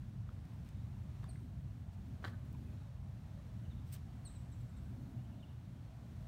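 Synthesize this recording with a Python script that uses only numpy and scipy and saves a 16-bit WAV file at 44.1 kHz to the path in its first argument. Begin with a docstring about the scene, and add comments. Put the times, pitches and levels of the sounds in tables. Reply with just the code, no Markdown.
"""Raccoon in spilled rubbish

A raccoon noses through rubbish spilled from a bin onto a park lawn. Thin plastic containers knock and
tick as damped modes; bags crinkle and swish as coloured grains of friction. One small bird gives high
falling chips, another whistles further off and stray notes echo, all as gliding tones. Beneath lie
shaped noise for the town's low rumble, far tyres and air, and a faint mains hum from a wavering sine."""
import sys
import numpy as np
from scipy import signal
from scipy.fft import rfft, irfft, next_fast_len
from scipy.io import wavfile
from scipy.ndimage import uniform_filter1d

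SR = 44100
rng = np.random.default_rng(int(sys.argv[2]) if len(sys.argv) > 2 else 0)


def dump_mix(stems):
    """Bounce the given channels to the path in sys.argv[1] as a 16-bit WAV at rate SR."""
    frames = np.atleast_2d(stems).T  # one column per channel
    limited = np.clip(frames, -1, 1)  # hard clip at full scale
    pcm = np.round(limited * 32767).astype(np.int16)
    wavfile.write(sys.argv[1], SR, pcm)


N = 276903


def undb(db):
    """Decibels to gain."""
    return 10 ** (np.asarray(db) / 20)


def unit(x):
    """Scale to rms 1."""
    return x / np.sqrt(np.mean(x ** 2))


def seconds(length):
    """Time axis of a short sound."""
    return np.arange(int(length * SR)) / SR


def add(out, start, x):
    """Mix x into out from the given time on."""
    i = max(int(start * SR), 0)
    out[i:i + len(x)] += x[:max(len(out) - i, 0)]


def flat_noise():
    """White noise at 0 dB per Hz."""
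    return rng.standard_normal(N) * np.sqrt(SR / 2)


def colour(x, points, tilt_db=0):
    """Filter by an (f/Hz, level/dB) outline, tilted by some dB an octave from its first point."""
    hz, db = np.transpose(points)
    size = next_fast_len(len(x))
    octave = np.log2(np.maximum(np.fft.rfftfreq(size, 1 / SR), 1))
    tilted_db = db + tilt_db * np.log2(hz / hz[0])
    gain = undb(np.interp(octave, np.log2(hz), tilted_db))
    return irfft(rfft(x, size) * gain, size)[:len(x)]


def walk(rate):
    """Slow chance: random levels, rate per second, joined smoothly and scaled to rms 1."""
    k = max(int(SR / rate), 1)
    steps = np.repeat(rng.standard_normal(N // k + 1), k)
    return unit(uniform_filter1d(steps, k)[:N])


def scatter(x, t60, delay):
    """Diffuse echoes that build up after a delay and die away, at the energy of the source."""
    t = seconds(1)
    decay = np.exp(-np.log(1000) * t / t60)
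    build_up = 1 - np.exp(-(t / delay) ** 2)
    tail = rng.standard_normal(len(t)) * decay * build_up
    return signal.fftconvolve(x, tail / np.linalg.norm(tail))[:N]


def ring(hz, t60, t):
    """One mode: a sine that loses 60 dB in t60 seconds."""
    return np.sin(2 * np.pi * hz * t) * np.exp(-np.log(1000) * t / t60)


def road(count=8, low_hz=400, high_hz=2000, gust_db=0.5, patchy_db=3.5):
    """Tyre noise carried by the breeze: it swells as a whole, and each narrow band fades by itself."""
    # spectral shape of tyres on a far road: f/Hz, relative density/dB
    tyre_shape = [(250, -118), (470, -105), (620, -92.5), (850, -99.5), (1150, -107), (1900, -115),
                  (2800, -130)]
    size = next_fast_len(N)
    spectrum = rfft(colour(flat_noise(), tyre_shape), size)
    edges = np.geomspace(low_hz, high_hz, count)
    band = np.searchsorted(edges, np.fft.rfftfreq(size, 1 / SR))
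    patches = np.zeros(N)
    for k in range(count + 1):
        strip = irfft(spectrum * (band == k), size)[:N]
        patches += strip * undb(patchy_db * walk(14))
    return patches * undb(gust_db * walk(13))


def town(sway_db=0.67, waver_db=3, drone_db=2.46, breeze_db=0.83):
    """Engine rumble whose upper drone swells by itself, far tyres, a wash of air and a wavering hum."""
    # distant traffic, before its drift: f/Hz, density/dB per Hz
    rumble_outline = [(22, -101), (34, -98), (47, -72), (58, -69), (100, -66.5), (135, -68), (160, -75.5),
                      (186, -75), (250, -82.5), (315, -90.5), (400, -99), (900, -130)]
    # wash of leaves and air, before its drift: f/Hz, density/dB per Hz
    air_outline = [(250, -108), (480, -101), (1000, -103.3), (1600, -106.6), (2400, -110.3), (4400, -114.3),
                   (4900, -118.5), (5500, -116.5), (7600, -120.5), (9000, -120.5), (10400, -128),
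                   (11700, -124), (15500, -127.5)]
    # tyre noise comes and goes with the far cars: t/s, level/dB
    tyre_swell = [(0, -75), (2.1, -74), (2.7, -71), (3.2, -73), (4.3, -73), (5, -70), (6.28, -74.5)]
    leave_s, fade_db_per_s = 4.46, 1.8  # engines hold, then draw away
    hum_hz, hum_db = 119.2, -58.5  # centre pitch and centre level
    t = np.arange(N) / SR

    engines = colour(flat_noise(), rumble_outline)
    drone = colour(engines, [(150, -40), (220, 0)])
    fade_db = -fade_db_per_s * np.maximum(t - leave_s, 0)
    low_rumble = (engines - drone) * undb(fade_db + sway_db * walk(13))  # the drone does not draw away
    rumble = low_rumble + drone * undb(drone_db * walk(6))
    tyres = unit(road()) * undb(np.interp(t, *np.transpose(tyre_swell)))
    air = colour(flat_noise(), air_outline) * undb(breeze_db * walk(4.5))
    hum = np.sqrt(2) * np.sin(2 * np.pi * hum_hz * t + 0.29 * walk(3))
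    return rumble + tyres + air + hum * undb(hum_db + waver_db * walk(2.12))


def rub(friction, centre, half, db, tilt_db, hollow, shoulder=3.1):
    """One swell of friction, coloured by the film and its sinking squeak: its start time and sound."""
    # colour of film rubbed over a hollow, at full hollowness and no tilt: f/Hz, level/dB
    film = [(600, -13), (1700, -1), (4200, 0), (6000, -1), (6900, -8), (7700, -3), (8400, 1), (9200, -2),
            (10400, -10), (11800, 2), (13200, -9), (14300, -2), (14950, 7), (15800, -5)]
    # the sharpest resonance sinks as the film slackens: sag is the share of pitch lost per half length
    squeak_hz, squeak_width_hz, squeak_sag = 8300, 330, .035
    squeak_db = -6  # against the film, with full hollowness and no downward tilt

    start = max(centre - 3 * half, 0)
    grains = friction[int(start * SR):int((2 * centre - start) * SR)]
    u = (start + np.arange(len(grains)) / SR - centre) / half  # time from the centre in half lengths
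    pressure = np.exp(-np.abs(u) ** shoulder / 2)
    outline = np.multiply(film, [1, hollow])  # film lying flat has shallower resonances
    rustle = unit(colour(grains, outline, tilt_db))

    # a moving resonance: shift down to 0 Hz, smooth with one pole, shift back up
    turn = np.exp(2j * np.pi * np.cumsum(squeak_hz * (1 - squeak_sag * u)) / SR)
    pole = np.exp(-np.pi * squeak_width_hz / SR)
    squeak = unit(np.real(turn * signal.lfilter([1], [1, -pole], grains / turn)))
    squeak *= undb(squeak_db + 2 * min(tilt_db, 0)) * hollow ** 2  # dull rubs hardly excite it
    return start, undb(db) * pressure * (rustle + squeak)


def bags(crease_rate=3500, crease_spread_db=2.0, hiss=0.88):
    """Sliding film lets go in tiny creases that swell with each rub and settle; some creases snap."""
    # rubs by paws, snout and tail: centre t/s, half length/s, film level/dB, tilt/dB per octave,
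    # hollowness (0-1)
    rubs = [(.33, 0.058, -71.5, -8.5, 0.4), (0.53, 0.1, -75, -6, 0.65), (0.682, 0.032, -73, -5.5, 0.6),
            (1.234, 0.0058, -62, -10, 0.5), (1.94, 0.015, -75, -4, .3), (2.232, 0.0079, -66, -11, 0.4),
            (2.269, 0.032, -61, -6.5, 0.34), (2.475, .024, -78.5, -3, 0.4), (2.74, .11, -84, -12, 0.2),
            (3.89, 0.028, -75, -2, 0.7), (3.9368, 0.011, -57.5, 1.5, 0.87), (3.958, .008, -66.5, -3.5, 0.5),
            (6.215, 0.014, -85, 3, 1)]
    # single creases that snap through: centre t/s, film level/dB, tilt/dB per octave
    snaps = [(.455, -74, -1), (.538, -78, 2), (.690, -64, -1), (1.2422, -65, -3), (1.812, -79, 5),
             (2.2474, -55, -8), (2.253, -66, -1), (2.281, -71, -3), (2.453, -76, 5), (2.529, -66, 6)]
    snap_half_s, snap_hollow = 0.0012, 0.26
    # after each rub the film settles: later and longer, in half lengths of the rub,
    settle_lag, settle_stretch = 2, 3.3
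    # and weaker, duller and flatter
    settle_db, settle_tilt_db, settle_hollow = -16.5, -5.5, 0.72

    out = np.zeros(N)
    creases = (rng.random(N) < crease_rate / SR) * rng.standard_normal(N)
    creases = creases * undb(crease_spread_db * rng.standard_normal(N))
    friction = unit(creases) + hiss * rng.standard_normal(N)
    for centre, half, db, tilt_db, hollow in rubs:
        add(out, *rub(friction, centre, half, db, tilt_db, hollow))
        add(out, *rub(friction, centre + settle_lag * half, settle_stretch * half,
                      db + settle_db, tilt_db + settle_tilt_db, settle_hollow * hollow))
    for centre, db, tilt_db in snaps:
        add(out, *rub(friction, centre, snap_half_s, db, tilt_db, snap_hollow))
    return out


def ticks(press_s=0.0007):
    """A paw presses on a cup or lid, which sounds two short modes with a softened onset."""
    # small pieces of litter tapped: t/s, direct peak/dB, main mode f/Hz, t60/s, upper mode f/Hz,
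    # upper mode level against the main/dB
    taps = [(0.2907, -50, 1300, 0.0099, 3330, -15), (1.2412, -55, 1700, 0.0081, 4700, -10),
            (1.2414, -50, 1100, 0.021, 3580, -10.5), (1.3572, -55, 2030, 0.014, 1730, -1),
            (2.5483, -54, 990, 0.024, 2420, -11)]
    out, t = np.zeros(N), seconds(.06)
    for start, peak_db, hz, t60, upper_hz, upper_db in taps:
        modes = ring(hz, t60, t) + undb(upper_db) * ring(upper_hz, t60, t)
        tick = modes * (1 - np.exp(-t / press_s))
        add(out, start, undb(peak_db) * tick / np.abs(tick).max())
    return out


def knocks():
    """Each contact pushes on the container for a moment and rings its damped modes."""
    # thin plastic container, broad flexing modes and a few that ring on, before the pitch factor and
    # the push: f/Hz, t60/s, relative level/dB
    container = [(345, 0.053, -17), (505, 0.07, -25), (690, 0.028, -13), (1054, 0.014, -4.5),
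                 (1365, 0.23, -33), (1560, 0.0061, 6.5), (1492, 0.16, -32), (1860, 0.0082, 1.5),
                 (2130, 0.039, -14), (3130, 0.015, -4.5), (3970, 0.019, -2.5), (4600, 0.02, -6),
                 (6960, 0.0068, -3)]
    # the container tips over, edge after edge, and rocks back: t/s, direct peak/dB, contact time/ms,
    # pitch factor as it flexes
    contacts = [(2.2415, -34, .44, 1.02), (2.2468, -36.5, .17, 1.01), (2.2475, -40, .55, .78),
                (2.2492, -43, .2, .92), (2.2519, -34, .44, 1), (2.2553, -46, .3, 1.12),
                (2.2765, -46, .6, 1.06), (2.2802, -44.5, .24, 1.08), (2.2848, -50, .35, 1.15)]
    out, t = np.zeros(N), seconds(.2)
    hz, t60, db = np.transpose(container)[:, :, None]
    # some neighbouring modes swing against each other
    sign = np.array([1, 1, 1, -1, 1, 1, 1, -1, 1, -1, 1, -1, 1])[:, None]
    for start, peak_db, contact_ms, pitch in contacts:
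        body = np.sum(sign * undb(db) * ring(hz * pitch, t60, t), axis=0)
        contact = contact_ms / 1000
        push = np.sin(np.pi * seconds(contact) / contact) ** 2
        blow = np.convolve(body, push)  # a longer push misses the high modes
        add(out, start, undb(peak_db) * blow / np.abs(blow).max())
    return out


def litter(heap_db=-10, yard_db=-17, wall_db=-22, wall_s=.088):
    """Ticks and knocks, thrown back by heap and bin, later by the trees and, duller, by a far wall."""
    hits = ticks() + knocks()
    heap = scatter(hits, t60=.1, delay=.012)
    yard = scatter(hits, t60=.42, delay=.04)
    wall = scatter(hits, t60=.05, delay=.002)
    wall = colour(wall, [(900, -8), (1500, 0), (2100, 0), (3200, -12)])
    out = hits + undb(heap_db) * heap + undb(yard_db) * yard
    add(out, wall_s, undb(wall_db) * wall)
    return out


def twitter(count=26, low_hz=2650, high_hz=4300, level_db=-82, spread_db=4):
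    """Stray notes from all over the park: t/s, length/s, start f/Hz, end f/Hz, level/dB."""
    when, pitch, fall, loud = rng.random((count, 4)).T
    start = when * (N / SR - .2)
    length = 0.016 + 0.033 * fall  # longer notes fall further
    hz = low_hz * (high_hz / low_hz) ** pitch
    return zip(start, length, hz, hz * (1 - .1 * fall), level_db + spread_db * (loud - .5))


def bird(notes, partials_db, crest, quiver):
    """Short notes: pitch slides in a gentle S-curve with a quiver while the voice swells and fades."""
    out, wobble = np.zeros(N), 1 + quiver * walk(400)
    for start, length, from_hz, to_hz, db in notes:
        u = seconds(length) / length
        slide = u - np.sin(2 * np.pi * u) / (6 * np.pi)
        hz = (from_hz + (to_hz - from_hz) * slide) * wobble[int(start * SR):][:len(u)]
        phase = 2 * np.pi * np.cumsum(hz) / SR
        voice = sum(undb(level) * np.sin(k * phase) for k, level in enumerate(partials_db, 1))
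        swell = np.sin(np.pi * u ** crest) ** 0.67  # a crest below 1 peaks early
        add(out, start, undb(db) * unit(voice) * swell)
    return out


def birds(near_echo_db=-7, far_echo_db=-5, stray_db=0, twig_db=-13):
    """Chips blur in twigs and echo in trees; the far bird smears more; stray notes are echoes only."""
    # both tables: t/s, length/s, start f/Hz, end f/Hz, rms level before the swell/dB
    # pitches are of the fundamental, before the quiver
    chips = [(1.2875, 0.028, 4620, 3990, -63), (4.2495, 0.038, 4460, 3690, -57.5),
             (4.35, 0.027, 4270, 3720, -68), (4.515, 0.032, 4100, 3620, -72.5),
             (4.603, 0.024, 4230, 3600, -77.5), (4.686, 0.026, 4230, 3500, -79),
             (4.766, 0.024, 4260, 3560, -73.5), (4.852, 0.018, 4220, 3700, -83)]  # nearer bird
    whistles = [(3.64, 0.038, 3060, 2780, -76), (3.7, 0.0404, 3880, 3460, -73),
                (5.17, .045, 2860, 2870, -79), (5.24, .035, 3020, 3000, -79),
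                (5.315, 0.034, 2870, 2650, -77), (5.393, 0.032, 3800, 3400, -77),
                (5.423, .027, 3100, 2750, -66.5), (5.445, .065, 3480, 3600, -81)]  # far bird: some level, some falling, a few rising
    stray = bird(twitter(), partials_db=[0], crest=0.83, quiver=0.04)
    near = bird(chips, partials_db=[-6.5, 0, -25], crest=0.75, quiver=0.008)  # strongest on the second
    far = bird(whistles, partials_db=[0], crest=1.0, quiver=0.026)
    trees = undb(near_echo_db) * scatter(near, t60=.47, delay=.014)
    twigs = undb(twig_db) * scatter(near, t60=.06, delay=.003)
    far_echo = scatter(undb(far_echo_db) * far + undb(stray_db) * stray, t60=.42, delay=.045)
    return near + far + trees + twigs + far_echo


def scene():
    """Everything on the lawn, in one channel."""
    return (town() + bags() + litter() + birds())[None]


def record(dry, top_hz=15750):
    """The recorder cuts off the top with a steep low-pass."""
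    low_pass = signal.ellip(10, .1, 70, top_hz, fs=SR, output="sos")
    return signal.sosfilt(low_pass, dry)


dry = scene()
out = record(dry)
dump_mix(out)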